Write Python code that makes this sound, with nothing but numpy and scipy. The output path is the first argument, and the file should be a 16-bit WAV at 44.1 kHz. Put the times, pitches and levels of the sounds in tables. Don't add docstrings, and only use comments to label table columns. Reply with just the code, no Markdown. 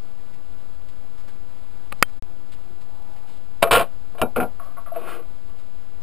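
import sys
import numpy as np
from scipy import signal
from scipy.fft import rfft, irfft, next_fast_len
from scipy.io import wavfile

SR = 44100
rng = np.random.default_rng(int(sys.argv[2]) if len(sys.argv) > 2 else 0)


def digitize_waveform(pressure):
    field = np.atleast_2d(pressure).T
    bounded = np.clip(field, -1, 1)
    quanta = np.round(bounded * 32767).astype(np.int16)
    wavfile.write(sys.argv[1], SR, quanta)


N = 265702
T = np.arange(N) / SR
RING_T = T[:SR // 3]
RETURN_S = 2.2247

# (f/Hz, relative level/dB, t60/s)
STAND_MODES = [(463, -2.5, 0.079), (497.6, -3, 0.13), (675, 1, 0.2), (772, -9.5, 0.18), (854, -13, 0.12),
               (1095, 2.5, 0.11), (1258, -6, 0.13), (1393, 2.5, 0.099), (1760, -11, 0.058), (2360, 0, 0.09),
               (2432, -6.5, 0.13), (2613, -2, 0.096), (3000, -7.5, 0.1), (3790, -7, 0.1)]


def undb(db):
    return 10 ** (np.asarray(db) / 20)


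def unit(x):
    return x / np.std(x)


def onset_unit(x):
    return x / np.std(x[:SR // 50])


def butter(x, hz, kind, order=2):
    sos = signal.butter(order, min(hz, SR / 2 - 1), kind, fs=SR, output="sos")
    return signal.sosfilt(sos, x)


def noise(spectrum, size):
    hz, db = np.transpose(spectrum)
    length = next_fast_len(size)
    f = np.maximum(np.fft.rfftfreq(length, 1 / SR), 1)
    gain = undb(np.interp(np.log(f), np.log(hz), db)) * (f < 6000)
    return unit(irfft(rfft(rng.standard_normal(length)) * gain, length)[:size])


def add(track, s, sound):
    part = track[int(s * SR):][:len(sound)]
    part += sound[:len(part)]


def fade(t60):
    return np.exp(-np.log(1000) * RING_T / min(t60, .16))


def modal(modes, length, scatter_db=2.0):
    out = np.zeros(len(RING_T))
    for k, (hz, db, t60) in enumerate(modes):
        weight_chance, pitch_chance = rng.standard_normal(2)
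        weight = (-1) ** k * undb(db + scatter_db * weight_chance)
        pitch = hz * (1 + 0.00387 * pitch_chance)
        out += weight * np.sin(2 * np.pi * pitch * RING_T) * fade(t60 * length)
    return out


def ring(modes, wash, wash_db, low_t60, high_t60, length, buzz_db=3):
    crowd = noise(wash, len(RING_T))
    low = signal.sosfiltfilt(signal.butter(2, 2200, fs=SR, output="sos"), crowd)
    high = crowd - low
    flicker = unit(butter(rng.standard_normal(len(RING_T)), 350, "low"))
    buzz = undb(buzz_db * flicker)
    dense = low * fade(low_t60 * length) + high * buzz * fade(high_t60 * length)
    return onset_unit(modal(modes, length)) + undb(wash_db) * onset_unit(dense)


def blows(table, body):
    out = np.zeros(N)
    for s, db, hz, length in table:
        struck = butter(body(length), hz, "low")
        add(out, s, undb(db) * onset_unit(struck))
    return out


def rebounds(table, count):
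    gap_share, thud_hz = .76, 596
    shrink = gap_share ** np.arange(count)
    gaps_passed = np.cumsum(shrink) - shrink
    contacts = []
    for s, db, hz, length, gap, loss_db, kept in table:
        for k, passed in enumerate(gaps_passed):
            brightness_hz = thud_hz + (hz - thud_hz) * kept ** k
            contacts.append((s + gap * passed, db - loss_db * k, brightness_hz, length))
    return contacts


def swell(length, peak_at=0.23):
    t = np.arange(int(length * SR)) / SR
    skew = np.log(.5) / np.log(peak_at)
    return t, np.sin(np.pi * (t / length) ** skew) ** 2


def tones(table, overtone_db, waver):
    out = np.zeros(N)
    for s, length, hz, db in table:
        t, hump = swell(length)
        drift = unit(butter(rng.standard_normal(len(t)), 80, "low"))
        phase = 2 * np.pi * np.cumsum(hz * (1 + waver * drift)) / SR
        tone = np.sin(phase) + undb(overtone_db) * np.sin(2 * phase)
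        add(out, s, undb(db) * hump * tone)
    return out


def air():
    # (f/Hz, relative density/dB)
    hush_colour = [(30, 7.5), (60, 1.5), (100, 5), (300, 2.5), (850, -0.5), (1350, -3.5), (1800, -10),
                   (4000, -12), (5300, -16)]
    before_db, after_db = -53.5, -54
    level_db = np.where(T < RETURN_S, before_db, after_db)
    waver = unit(butter(rng.standard_normal(N), 5.9, "low"))
    apart = undb(-15.0) * noise(hush_colour, N) * np.array([[1], [-1]])
    return undb(level_db + .5 * waver) * (noise(hush_colour, N) + apart)


def left_rumble():
    # (f/Hz, relative density/dB)
    rumble_colour = [(14, -2), (28, -2.5), (55, -8.5), (80, -16), (250, -28), (1500, -54.5)]
    return undb(-39) * noise(rumble_colour, N)


def rustles(count=6):
    # (t/s, length/s, centre f/Hz, level/dB)
    brushes = [(0.885, 0.041, 3400, -57), (1.175, 0.12, 1400, -57), (1.278, 0.051, 1610, -51.5),
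               (2.518, 0.065, 3040, -51), (2.809, .05, 1000, -54), (3.266, 0.27, 3400, -59)]
    stir_s, stir_hz, stir_db = 0.055, 2000, -58
    stirs = []
    for k, (when, colour) in enumerate(rng.random((count, 2))):
        s = (k + when) * T[-1] / count
        stirs.append((s, stir_s, stir_hz * 2 ** (colour - .5), stir_db))
    out = np.zeros(N)
    for s, length, hz, db in brushes + stirs:
        t, hump = swell(length, peak_at=0.13)
        friction = noise([(hz / 4, -8), (hz, 0), (hz * 2, -8)], len(t))
        add(out, s, undb(db) * hump * friction)
    return out


def fingertip(length):
    # (f/Hz, relative level/dB, t60/s)
    tick_modes = [(543, -3, 0.033), (790, -2, 0.046), (1210, 4.5, 0.02), (2564, 0.5, 0.018)]
    snap = noise([(500, -6), (3300, 5), (5300, -11)], len(RING_T)) * fade(0.007 * length)
    hollow = modal(tick_modes, length, scatter_db=4.5)
    return onset_unit(hollow) + undb(-1.0) * onset_unit(snap)


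def finger_ticks():
    # (t/s, level/dB, contact brightness f/Hz, ring length factor)
    touches = [(1.9216, -41.5, 2810, 1), (1.9251, -35, 6920, 1.)]
    return blows(touches, fingertip)


def case(length):
    # (f/Hz, relative level/dB, t60/s)
    case_modes = [(202, -11, 0.017), (570, -7.5, 0.019), (925, -7.5, 0.0076), (1255, 8, 0.011),
                  (1456, 1.5, 0.019), (1857, 1.5, 0.016), (2250, 3.5, .013), (2553, -0.5, 0.017),
                  (3146, -22.5, 0.064), (4720, -2.5, .011)]
    return modal(case_modes, length, scatter_db=0.0)


def button_clicks():
    # (t/s, level/dB, contact brightness f/Hz, ring length factor)
    presses = [(2.0232, -49.5, 499.3, 0.59), (2.0258, -10, 9020, 0.88)]
    return blows(presses, case)


def hoots():
    # (t/s, length/s, pitch f/Hz, level/dB)
    calls = [(2.23, 0.29, 354, -55.5), (2.63, 0.34, 358.4, -54)]
    return tones(calls, overtone_db=-7.5, waver=0.0062)


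def far_swell():
    peak_s, width_s, hz, level_db = 3.1, .28, 810, -56
    rise = np.exp(-((T - peak_s) / width_s) ** 2)
    return undb(level_db) * rise * noise([(hz / 2, -30), (hz, 0), (hz * 2, -30)], N)


def stand(length):
    # (f/Hz, relative density/dB)
    stand_wash = [(60, -24), (150, -12), (300, -6), (550, 7.5), (850, -1.5), (1400, 1), (1950, -7),
                  (2700, -4), (3600, -7), (5300, -15)]
    return ring(STAND_MODES, stand_wash, wash_db=-1.5, low_t60=0.12, high_t60=0.13, length=length)


def stand_knocks():
    # (t/s, level/dB, contact brightness f/Hz, ring length factor, first rebound gap/s,
    # loss per rebound/dB, brightness share kept per rebound)
    landings = [(3.624, -20, 4900, 0.74, 0.014, 3, 0.26), (3.6272, -13, 3840, 0.3, 0.01, 9.5, 0.3),
                (3.672, -29.5, 1900, 0.63, 0.011, 4.5, 0.21), (3.7105, -14.5, 6500, 0.98, 0.008, 5, 0.55),
                (3.729, -13, 6800, 1.07, .013, 5.5, 0.53), (3.752, -16, 3570, 1.23, .008, 2, 0.65),
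                (3.791, -22, 3800, 0.88, .0115, 4, 0.4), (3.812, -23.5, 880, 0.76, 0.011, 11, 0.5),
                (4.150, -44, 596, 1.1, .012, 23, 0.63), (4.182, -40, 2980, 1.03, 0.0098, 5.5, 0.3),
                (4.960, -41.5, 1980, 1.3, 0.0082, 17, 0.57), (5.073, -41.5, 1500, 0.55, 0.011, 16, 0.52)]
    return blows(rebounds(landings, count=4), stand)


def thump(knocks):
    strength = butter(np.abs(knocks), 50, "low")
    shake = noise([(20, -14.5), (100, 19.5), (400, -13.5), (5000, -53.5)], N)
    return undb(-17.5) * strength * shake


def squeaks():
    # (t/s, length/s, pitch f/Hz, level/dB)
    judders = [(3.644, 0.12, 673, -23.5), (3.797, 0.047, 681, -18.5), (4.194, 0.028, 663, -27),
               (4.918, 0.029, 668, -27), (4.959, 0.036, 664, -22.5), (4.962, 0.075, 479, -33.5),
               (5.187, 0.041, 476, -37)]
    return tones(judders, overtone_db=-25.5, waver=0.0083)


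def rattle(count):
    # (f/Hz, relative density/dB)
    contact_colour = [(700, -11), (1550, 4), (2050, -7), (2750, 4.5), (5300, -18.5)]
    start_s, eases_s, end_s = 3.713, 3.73, 3.828
    level_db, fall_db_per_s = -25, 163
    when, size = rng.random((count, 2)).T
    times = start_s + (end_s - start_s) * (np.arange(count) + when) / count
    levels = level_db + 7 * (size - .5) - fall_db_per_s * np.maximum(times - eases_s, 0)
    out = np.zeros(N)
    for s, db in zip(times, levels):
        contact = noise(contact_colour, len(RING_T)) * fade(.022)
        add(out, s, undb(db) * onset_unit(contact))
    return out


def rim(length):
    colour = [(400, -10.5), (1200, 4.5), (2100, -5.5), (2550, 5.5), (3100, 1), (3600, -25), (5300, -11.5)]
    crack = noise(colour, len(RING_T)) * fade(0.033 * length)
    thin_ring = butter(modal(STAND_MODES, 1), 2200, "high")
    return onset_unit(crack) + undb(-10) * onset_unit(thin_ring)


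def tub_cracks():
    # (t/s, level/dB, contact brightness f/Hz, ring length factor)
    grazes = [(4.2158, -22.5, 6100, 0.83)]
    return blows(grazes, rim)


def tub(length):
    # (f/Hz, relative level/dB, t60/s)
    tub_modes = [(1390, 4, 0.11), (2294, -6.5, 0.057), (2520, -9.5, 0.052)]
    slat_modes = [(185.5, -15, 0.18), (242, -7, 0.22), (278, -13, 0.17), (317, -12, 0.23), (439, -4, 0.15),
                  (481, 1, 0.12), (647, 3, 0.11), (733.5, 2, 0.14)]
    # (f/Hz, relative density/dB)
    tub_wash = [(600, -9.5), (1000, -5), (1450, 0.5), (1900, -18), (2400, -3.5), (3000, -11.5),
                (3700, -22.5), (5300, -26)]
    slat_wash = [(60, -9), (680, 6.5), (1200, -4.5), (2000, -24)]
    slat_rise_s, slat_db = 0.0053, 3.5
    clack = ring(tub_modes, tub_wash, wash_db=-4, low_t60=0.1, high_t60=0.07, length=length)
    slat_crowd = noise(slat_wash, len(RING_T)) * fade(0.184 * length)
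    slats = onset_unit(modal(slat_modes, length)) + undb(-2) * onset_unit(slat_crowd)
    boom = slats * (1 - np.exp(-(RING_T / slat_rise_s) ** 2))
    return clack + undb(slat_db) * onset_unit(boom)


def tub_knocks():
    # (t/s, level/dB, contact brightness f/Hz, ring length factor, first rebound gap/s,
    # loss per rebound/dB, brightness share kept per rebound)
    touchdowns = [(4.2165, -18, 1090, 0.84, 0.013, 6, 1), (4.3615, -21, 4500, 1.07, .016, 1, 0.19),
                  (4.4015, -21.5, 3560, 0.9, .016, 4.5, 0.2), (4.430, -30.5, 3300, 0.65, 0.014, 4, 0.28)]
    return blows(rebounds(touchdowns, count=2), tub)


def lid(length):
    # (f/Hz, relative level/dB, t60/s)
    lid_modes = [(687, -4, 0.23), (1117, 3.5, 0.19), (1187, 1, 0.074), (1361, 1, 0.051)]
    # (f/Hz, relative density/dB)
    lid_wash = [(150, -16), (500, -9), (1250, 9), (2000, -1.5), (5300, -20)]
    return ring(lid_modes, lid_wash, wash_db=-6.5, low_t60=0.14, high_t60=0.063, length=length)


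def lid_taps():
    # (t/s, level/dB, contact brightness f/Hz, ring length factor, first rebound gap/s,
    # loss per rebound/dB (negative: gain), brightness share kept per rebound)
    taps = [(4.597, -41, 2480, 0.75, 0.022, 8.5, 0.27), (4.769, -43.5, 1800, 3, 0.0098, -2, 0.36),
            (4.862, -44, 3800, 3, 0.026, 6, 0.81)]
    return blows(rebounds(taps, count=2), lid)


def lid_rubs():
    # (t/s, length/s, peak level/dB)
    drags = [(4.597, 0.19, -48.5), (4.764, 0.065, -49), (4.859, 0.056, -46.5), (5.492, 0.076, -56)]
    # (f/Hz, relative density/dB)
    rub_colour = [(300, -38), (690, 7), (900, -29), (1140, 5.5), (1400, -9), (1900, -20), (5300, -33)]
    out = np.zeros(N)
    for s, length, db in drags:
        t, hump = swell(length, peak_at=0.2)
        add(out, s, undb(db) * np.sqrt(hump) * noise(rub_colour, len(t)))
    return out


def slide():
    # (f/Hz, width/Hz, relative level/dB)
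    drag_modes = [(355, 91, -1), (478, 35, -2.5), (650, 57, -0.5), (1120, 35, -4)]
    # (f/Hz, relative density/dB)
    scrape_colour = [(600, -18), (900, -31), (1130, 7.5), (1350, 2), (1750, -1.5), (2200, -9), (2600, 2),
                     (3200, -11), (5300, -20)]
    start_s, end_s, attack_s, release_s = 4.925, 5.172, 0.03, 0.13
    surge_s, surge_width_s, creep_share = 5.112, 0.054, 0.27
    hum_db, grit_db = -41, -39
    slips_per_s, slip_t60_s = 2000, 0.034

    attack = np.clip((T - start_s) / attack_s, 0, 1)
    release = np.clip(1 - (T - end_s) / release_s, 0, 1) ** 2
    push = attack * release
    speed = creep_share + (1 - creep_share) * np.exp(-((T - surge_s) / surge_width_s) ** 2)
    slipping = rng.random((4, N)) < slips_per_s / 4 / SR
    feet = slipping * np.sign(rng.standard_normal((4, N)))
    hum = np.zeros(N)
    for hz, width, db in drag_modes:
        b, a = signal.iirpeak(hz, hz / width, fs=SR)
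        hum += undb(db) * unit(signal.lfilter(b, a, feet.sum(0)))
    hum = unit(butter(butter(hum, 290, "high"), 1340, "low"))
    grit = np.zeros(N)
    for slips in feet:
        rasp = noise(scrape_colour, len(RING_T)) * fade(slip_t60_s)
        grit += signal.fftconvolve(slips, rasp)[:N]
    return push * (undb(hum_db) * hum + undb(grit_db) * speed * unit(grit))


def scene():
    clicks = finger_ticks() + button_clicks()
    knocks = stand_knocks() + rattle(count=14) + tub_cracks() + tub_knocks() + lid_taps()
    friction = rustles() + squeaks() + lid_rubs() + slide()
    near = clicks + knocks + friction
    left, right = near + air() + hoots() + far_swell()
    proximity = undb(10.5) * butter(near, 85, "low", order=1)
    left = left + proximity + thump(knocks) + left_rumble()
    return np.array([left, right])


def record(dry):
    left_offset, top_hz = .088, 16400
    silent_s, fade_s = 2.198, .016
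    narrow = signal.sosfiltfilt(signal.butter(16, 5600, fs=SR, output="sos"), dry)
    coarse = signal.resample(narrow, N * 12000 // SR, axis=1)
    held = np.repeat(coarse, 4, axis=1)
    smoothing = signal.ellip(8, .2, 50, 15200, fs=SR, output="sos")
    wide = signal.sosfilt(smoothing, signal.resample(held, N, axis=1))
    gate = np.clip((silent_s - T) / fade_s, 0, 1) + (T >= RETURN_S)
    clipped = np.clip(wide + np.array([[left_offset], [0]]), -1, 1) * gate
    return signal.sosfiltfilt(signal.ellip(8, .1, 60, top_hz, fs=SR, output="sos"), clipped)


dry = scene()
out = record(dry)
digitize_waveform(out)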